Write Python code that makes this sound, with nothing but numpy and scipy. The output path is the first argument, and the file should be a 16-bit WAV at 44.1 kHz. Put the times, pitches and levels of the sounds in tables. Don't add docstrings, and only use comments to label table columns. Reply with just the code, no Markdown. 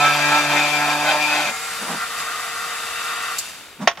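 import sys
import numpy as np
from scipy import signal
from scipy.fft import rfft, irfft
from scipy.io import wavfile
from scipy.ndimage import uniform_filter1d, map_coordinates

SR = 44100
rng = np.random.default_rng(int(sys.argv[2]) if len(sys.argv) > 2 else 0)


def put_to_file(sound):
    columns = np.atleast_2d(sound).T
    safe = np.clip(columns, -1, 1)
    whole_steps = np.round(safe * 32767)
    wavfile.write(sys.argv[1], SR, whole_steps.astype(np.int16))


N = 176400
LIFT_S, LIFT_FADE_S, OFF_S = 1.495, 0.016, 3.35

# (frequency [Hz], side gain [dB])
SIDE_SPECTRUM = [(60, -11), (150, -29), (400, -14), (700, -26), (1290, -12), (2380, -6), (4400, -4.5),
                 (8000, 0.5), (15000, -2.5)]


def engraving(t, turn):
    # (multiple of shaft speed, relative level [dB])
    harmonics = [(3, -10.5), (4, -1.5), (5, -1), (6, -1), (7, -1), (8, -6), (9, 2.5), (10, -8), (11, 3),
                 (12, -2.5), (13, -6), (15, -9), (16, -1.5), (17, -3), (18, -4.5), (22, -8), (25, -15.5),
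                 (28, -13), (32, -11.5)]
    # (frequency [Hz], relative level [dB])
    grind = [(25, -64), (70, -43), (180, -15.5), (350, -8), (500, -7), (650, 2), (1100, 2.5), (1600, 0.5),
             (2000, -7.5), (2600, -4), (3500, -10), (5000, -12), (7300, -14), (8500, -24.5), (12000, -23.5),
             (16000, -40)]
    # (time [s], low [dB], middle [dB], high [dB])
    band_levels = [(0.0, -20, -33, -22.5), (0.048, -21.5, -21.5, -23), (0.164, -27.5, -28.5, -24.5),
                   (0.354, -21, -23.5, -21.5), (0.465, -27, -27.5, -25.5), (0.568, -20, -24, -23),
                   (0.712, -26, -32, -25), (0.832, -25.5, -24.5, -26.5), (0.906, -22, -27.5, -24.5),
                   (0.992, -27.5, -31.5, -27), (1.108, -24, -25.5, -21.5), (1.15, -20, -29.5, -27),
                   (1.216, -28.5, -37, -26.5), (1.36, -23.5, -26.5, -23.5), (1.48, -28.5, -37, -27.5)]
    # (time [s], first harmonic [dB], second harmonic [dB])
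    hum_levels = [(0.0, -35, -38.5), (0.12, -37, -39.5), (0.31, -35.5, -32.5), (0.39, -45.5, -31.5),
                  (0.49, -35, -36.5), (0.57, -39.5, -29.5), (0.7, -41, -41.5), (0.77, -40, -35.5),
                  (1.05, -42.5, -35.5), (1.12, -47, -40), (1.418, -48, -36), (1.47, -48.5, -54)]
    bounce = turn + 0.0069 * walk(150)
    buzz = tones(bounce, harmonics, flutter_db=3, flutter_hz=24, slip_rad=.42)
    chatter = colour(contacts(turn, per_s=4000, bunching=0.18, scatter_db=2), grind)
    bite = undb(1.1 * walk(44.2))
    metal = undb(-1.5) * buzz + bite * (undb(-5.5) * unit(chatter) + undb(-8) * lid(chatter))
    bands = split(metal, edges_hz=(1150, 2000))
    metal = sum(unit(band) * undb(curve(t, band_levels, k + 1)) for k, band in enumerate(bands))
    hum = np.sqrt(2) * sum(undb(curve(t, hum_levels, k)) * np.sin(2 * np.pi * k * turn) for k in (1, 2))
    touching = np.clip((LIFT_S - t) / LIFT_FADE_S + 1, 0, 1)
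    return (metal + undb(0.8) * hum) * touching


def lid(force, digging=False):
    # (frequency [Hz], skimming gain [dB], digging gain [dB])
    modes = [(628, -2.5, -3.5), (743.5, 4.5, -18), (804, -4, 0.5), (894, 1.5, -18), (1510, 2, 0.5),
             (1814, 1, -2), (2086, 6.5, -0.5), (2374, 8, -14), (2555, 1, 0.5), (3230, -12, -4),
             (3570, 9.5, -13), (4100, -1, -6), (4720, 2, -15)]
    width_hz, drift_share = 18.3, .006
    ring = resonate(force, [(hz, width_hz, dig if digging else skim) for hz, skim, dig in modes])
    warped = np.arange(N) + np.cumsum(drift_share * walk(9))
    return unit(map_coordinates(ring, [warped], order=3, mode="mirror"))


def digs(t, turn):
    # (time [s], half-width [s], level [dB])
    presses = [(0.332, 0.022, -25), (.59, 0.027, -24), (1.097, 0.031, -15.5), (1.32, .045, -28.5),
               (1.394, 0.041, -25.5), (1.485, 0.022, -27)]
    catches = contacts(turn, per_s=3400, bunching=0.68, scatter_db=2)
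    return lid(catches, digging=True) * sum(undb(db) * bell(t, at, span) for at, span, db in presses)


def squeals(t, turn):
    # (time [s], half-width [s], multiple of shaft speed, level [dB])
    swells = [(.005, 0.034, 17, -24), (0.036, .04, 5, -25.5), (0.062, 0.053, 9, -19),
              (0.248, .058, 11, -23), (.25, 0.067, 16, -25.5), (0.33, 0.052, 6, -31),
              (0.343, 0.041, 9, -24.5), (0.748, .06, 16, -26), (0.823, 0.019, 11, -29.5),
              (1.24, 0.05, 16, -22.5), (1.315, 0.034, 17, -26)]
    slip = 0.38 * walk(60.4)
    return sum(np.sqrt(2) * undb(db) * bell(t, at, span) * np.sin(2 * np.pi * k * turn + slip)
               for at, span, k, db in swells)


def freed_bit(t, turn):
    # (multiple of shaft speed, relative level [dB])
    harmonics = [(5, 0), (6, -2), (9, -3.5), (11, -0.5), (14, 3), (16, -2)]
    envelope = np.interp(t, [LIFT_S - LIFT_FADE_S, LIFT_S, 1.9], [0, 1, 0])
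    buzz = tones(turn + .01 * walk(110), harmonics, flutter_db=2, flutter_hz=40, slip_rad=.7)
    return undb(-32.5) * envelope * buzz


def motor(t, turn):
    # (multiple of shaft speed, relative level [dB])
    harmonics = [(5, -18), (7, -8.5), (8, 1.5), (9, 3), (10, -2.5), (12, -2), (13, -1), (15, -14), (17, -6)]
    # (multiple of shaft speed, level [dB])
    pole_tones = [(3, -49), (6, -51)]
    # (frequency [Hz], bandwidth [Hz], gain [dB])
    housing_modes = [(719, 44, -8), (1144, 78, -1.5), (1227, 93, -3.5), (1366, 62, -2.5), (1880, 260, -10)]
    # (time [s], whir level [dB], rattle level [dB])
    levels = [(1.55, -35.5, -35.5), (1.998, -31, -34.5), (2.028, -25, -34), (2.082, -34, -35),
              (2.122, -31.5, -35), (2.212, -28, -34), (2.622, -29.5, -36.5), (2.75, -29, -34),
              (2.84, -32, -36.5), (3.07, -28, -35), (3.34, -28.5, -36.5)]
    # (frequency [Hz], relative level [dB])
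    rattle_spectrum = [(25, -43), (80, -13), (180, -7.5), (350, -9.5), (650, 1.5), (900, -1), (1400, 6),
                       (2300, 3), (2700, 4), (3800, 0.5), (5000, -14.5), (8000, -35), (16000, -31)]
    # (frequency [Hz], relative level [dB])
    brush_spectrum = [(2000, -14.5), (4500, 1), (5800, -3.5), (7300, -1), (8500, -3.5), (11000, -6.5),
                      (13000, -9.5), (15500, -26)]
    # (frequency [Hz], bandwidth [Hz], gain [dB])
    barrel_modes = [(1500, 60, 0), (2700, 140, 10), (3640, 171, 2.5), (3870, 99, 2.5)]
    # (time [s], level [dB])
    barrel_levels = [(1.5, -55), (2.65, -42.5), (3.05, -35), (3.4, -39), (3.6, -56), (3.8, -79.5), (4, -70)]
    # (time [s], half-width [s], boost [dB])
    flares = [(2.198, .018, 4.5), (3.495, 0.016, 1.5)]
    whir_decay_s, brush_hold_s = 0.018, 0.043
    rattle_db_per_s, brush_db_per_s = 26.5, 47
    coast = np.maximum(t - OFF_S, 0)
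    rotor = tones(turn + .004 * walk(90), harmonics, flutter_db=1.7, flutter_hz=30, slip_rad=.35)
    housing = unit(resonate(contacts(turn, per_s=3300, bunching=0.3, scatter_db=-1), housing_modes))
    whir = (rotor + housing) * undb(curve(t, levels) - 3.5)
    poles = np.sqrt(2) * sum(undb(db) * np.sin(2 * np.pi * k * turn) for k, db in pole_tones)
    powered = (whir + poles) * np.exp(-coast / whir_decay_s)
    flare_db = sum(db * bell(t, at, span) for at, span, db in flares)
    rattle = unit(colour(contacts(turn, per_s=5000, bunching=0.083, scatter_db=3.5), rattle_spectrum))
    rattle *= undb(curve(t, levels, 2) + 1 + flare_db / 2 - rattle_db_per_s * coast)
    brush = unit(colour(contacts(2 * turn, per_s=14000, bunching=0.083, scatter_db=3.5), brush_spectrum))
    barrel = unit(resonate(contacts(turn, per_s=11000, bunching=0.3, scatter_db=7.5), barrel_modes))
    barrel *= undb(curve(t, barrel_levels))
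    brush *= undb(-35.5 + flare_db + .5 * walk(16) - brush_db_per_s * np.maximum(coast - brush_hold_s, 0))
    return powered + barrel + rattle + brush


def lid_reflection(t, x):
    lag_s, gain = 0.000828 + .00005 * walk(2.57), undb(-23.5)
    reflected = map_coordinates(x, [(t - lag_s) * SR], order=3)
    return (x + gain * reflected) / np.hypot(1, gain)


def gliding_hiss(t):
    # (time [s], centre frequency [Hz], level [dB])
    glide = [(1.38, 6500, -66), (1.47, 6750, -42), (1.67, 7700, -44), (1.74, 8550, -49), (1.84, 9100, -44),
             (2, 8900, -49), (2.3, 9300, -58)]
    width_hz = 744
    noise = signal.sosfilt(signal.butter(2, width_hz / 2, fs=SR, output="sos"), rng.standard_normal((2, N)))
    phase = 2 * np.pi * np.cumsum(curve(t, glide)) / SR
    band = unit(noise[0] * np.cos(phase) + noise[1] * np.sin(phase))
    return band * undb(curve(t, glide, 2)) * (t < OFF_S)


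def set_down(t):
    # (time [s], relative level [dB])
    knocks = [(3.8738, -2), (3.8765, -11), (3.913, -26.5), (3.953, -39), (3.973, -27.5)]
    # (frequency [Hz], relative level [dB], T60 [s])
    modes = [(687, 0.5, 0.11), (770, 4, 0.025), (1094, 3.5, 0.088), (1300, -13, 0.07), (1830, -2.5, 0.076),
             (2470, -10, .08), (3190, -3, .08), (3600, -3, 0.059), (5500, -6, 0.055), (6520, -13, .07)]
    # (frequency [Hz], relative level [dB])
    spectrum = [(60, -20), (250, -15), (450, 0), (700, 4.5), (2000, 4), (3400, 0), (4300, -9), (6200, -7),
                (8000, -30), (15000, -40)]
    blows = np.zeros(N)
    for at, db in knocks:
        blows[int(at * SR)] += undb(db)
    ring = sum((-1) ** k * undb(db) * np.sin(2 * np.pi * hz * t) * fade(t, 0, t60)
               for k, (hz, db, t60) in enumerate(modes))
    decay = undb(-5) * fade(t, 0, t60=0.024) + undb(-11) * fade(t, 0, t60=0.11)
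    envelope = np.sqrt(np.abs(signal.fftconvolve(blows ** 2, decay ** 2)[:N]))
    crack = colour(envelope * rng.standard_normal(N), spectrum) / np.std(shaped_noise(spectrum))
    return undb(-16) * signal.fftconvolve(blows, ring)[:N] + crack


def switch(t):
    # (time [s], level [dB])
    snaps = [(3.385, -19.5), (3.388, -28)]
    # (frequency [Hz], relative level [dB])
    spectrum = [(1000, -16), (3300, -16), (4400, 1.5), (5600, -4), (7200, 3.5), (9000, -11), (12000, -6),
                (15500, -21)]
    envelope = sum(undb(db) * (fade(t, at, t60=0.044) + 0.1 * fade(t, at, t60=.16)) for at, db in snaps)
    return unit(shaped_noise(spectrum)) * envelope


def handling(t):
    # (time [s], half-width [s], thud level [dB], scuff level [dB])
    rubs = [(1.478, 0.055, -39, -28.5), (1.828, 0.032, -38, -33.5), (1.906, 0.058, -36.5, -28.5),
            (1.952, 0.041, -37.5, -36), (3.802, 0.016, -34, -54), (3.826, 0.023, -43, -32),
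            (3.841, 0.04, -32, -40), (3.995, 0.029, -49, -37.5)]
    # (frequency [Hz], relative level [dB])
    thud_spectrum = [(60, -58), (130, -13.5), (185, 5.5), (250, 1.5), (400, -14), (1000, -48.5)]
    scuff_spectrum = [(150, -48), (450, 0), (900, 5), (1500, -2), (3000, -14), (7000, -18.5), (9500, -27),
                      (15000, -40)]
    thud, scuff = unit(shaped_noise(thud_spectrum)), unit(shaped_noise(scuff_spectrum))
    return sum(bell(t, at, span) ** 2 * (undb(thud_db) * thud + undb(scuff_db) * scuff)
               for at, span, thud_db, scuff_db in rubs)


def tool_stereo(direct, diffuse):
    # (frequency [Hz], left minus right [dB])
    lean = [(600, -2), (1300, 0.1), (2400, 3.5), (5000, 0.4), (12000, 1.1)]
    low, high = split(direct, edges_hz=[3600])
    near_gain = undb(-4)
    mid = low + (high + near_gain * echoes(high, t60=0.076)) / np.hypot(1, near_gain)
    side = colour(echoes(diffuse, t60=0.048), SIDE_SPECTRUM)
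    left = colour(mid + side, [(hz, db / 2) for hz, db in lean])
    right = colour(mid - side, [(hz, -db / 2) for hz, db in lean])
    return np.array([left, right])


def table_stereo(x):
    return x + colour(echoes(x, t60=0.032), SIDE_SPECTRUM) * np.array([[1], [-1]])


def room_noise():
    # (frequency [Hz], relative level [dB])
    spectrum = [(22, -13), (40, -24), (65, -2.5), (110, -8), (300, -5), (1000, -7), (4000, -28),
                (15000, -23)]
    mid, side = (unit(shaped_noise(spectrum)) for _ in range(2))
    return undb(-51) * (mid + undb(-7) * side * np.array([[1], [-1]]))


def tones(turn, harmonics, flutter_db, flutter_hz, slip_rad):
    return unit(sum(undb(db + flutter_db * walk(flutter_hz))
                    * np.sin(2 * np.pi * k * turn + slip_rad * walk(flutter_hz) + 2 * np.pi * rng.random())
                    for k, db in harmonics))


def contacts(turn, per_s, bunching, scatter_db):
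    clicks = (rng.random(N) < per_s / SR) * rng.choice([-1, 1], N)
    strength = undb(scatter_db * rng.standard_normal(N)) * np.exp(bunching * np.cos(2 * np.pi * turn))
    return unit(clicks * strength)


def resonate(x, modes):
    return sum((-1) ** k * undb(db) * signal.lfilter(*signal.iirpeak(hz, hz / width, SR), x)
               for k, (hz, width, db) in enumerate(modes))


def echoes(x, t60):
    t = np.arange(SR // 4) / SR
    tail = rng.standard_normal(len(t)) * fade(t, 0, t60)
    return signal.fftconvolve(x, tail / np.linalg.norm(tail))[:N]


def colour(x, spectrum):
    hz, db = np.array(spectrum, float).T
    f = np.fft.rfftfreq(2 * N, 1 / SR)
    cepstrum = irfft(np.log(undb(np.interp(np.log(f + 1), np.log(hz), db))))
    cepstrum[1:N] *= 2
    cepstrum[N + 1:] = 0
    return irfft(rfft(x, 2 * N) * np.exp(rfft(cepstrum)))[:N]


def shaped_noise(spectrum):
    return colour(rng.standard_normal(N), spectrum)


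def split(x, edges_hz):
    f = np.fft.rfftfreq(2 * N, 1 / SR)
    lows = [0] + [irfft(rfft(x, 2 * N) / (1 + (f / hz) ** 12))[:N] for hz in edges_hz] + [x]
    return [upper - lower for lower, upper in zip(lows, lows[1:])]


def walk(rate_hz):
    hold = int(SR / rate_hz)
    steps = np.repeat(rng.standard_normal(N // hold + 2), hold)
    return unit(uniform_filter1d(uniform_filter1d(steps, hold), hold)[:N])


def fade(t, start, t60):
    return (t >= start) * np.exp(-np.log(1000) * np.maximum(t - start, 0) / t60)


def bell(t, at, span):
    return np.exp(-((t - at) / span) ** 2)


def curve(t, table, column=1):
    rows = np.array(table)
    return np.interp(t, rows[:, 0], rows[:, column])


def undb(db):
    return 10 ** (np.asarray(db) / 20)


def unit(x):
    return x / np.sqrt(np.mean(x ** 2))


def scene():
    # (time [s], speed [turns/s])
    shaft_speed = [(0, 146.1), (.04, 146), (.24, 147), (.36, 147.6), (.49, 146.3), (.7, 148), (.77, 147.9),
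                   (1.03, 147.9), (1.12, 149.2), (1.31, 149.8), (1.47, 148.3), (1.56, 152.9), (2.1, 153.9),
                   (3.1, 154.3)]
    coast_s = 0.45
    t = np.arange(N) / SR
    speed = curve(t, shaft_speed) * (1 + 0.0015 * walk(18)) * np.exp(-np.maximum(t - OFF_S, 0) / coast_s)
    turn = np.cumsum(speed) / SR
    front, sideways = (engraving(t, turn) + digs(t, turn) + squeals(t, turn) + freed_bit(t, turn)
                       + gliding_hiss(t) + lid_reflection(t, motor(t, turn)) + switch(t) for _ in range(2))
    crossover_hz = [2520]
    diffuse = split(front, crossover_hz)[0] + split(sideways, crossover_hz)[1]
    return room_noise() + tool_stereo(front, diffuse) + table_stereo(handling(t) + set_down(t))


def record(dry):
    return signal.sosfilt(signal.ellip(10, .1, 80, 15700, fs=SR, output="sos"), np.clip(dry, -1, 1))


dry = scene()
out = record(dry)
put_to_file(out)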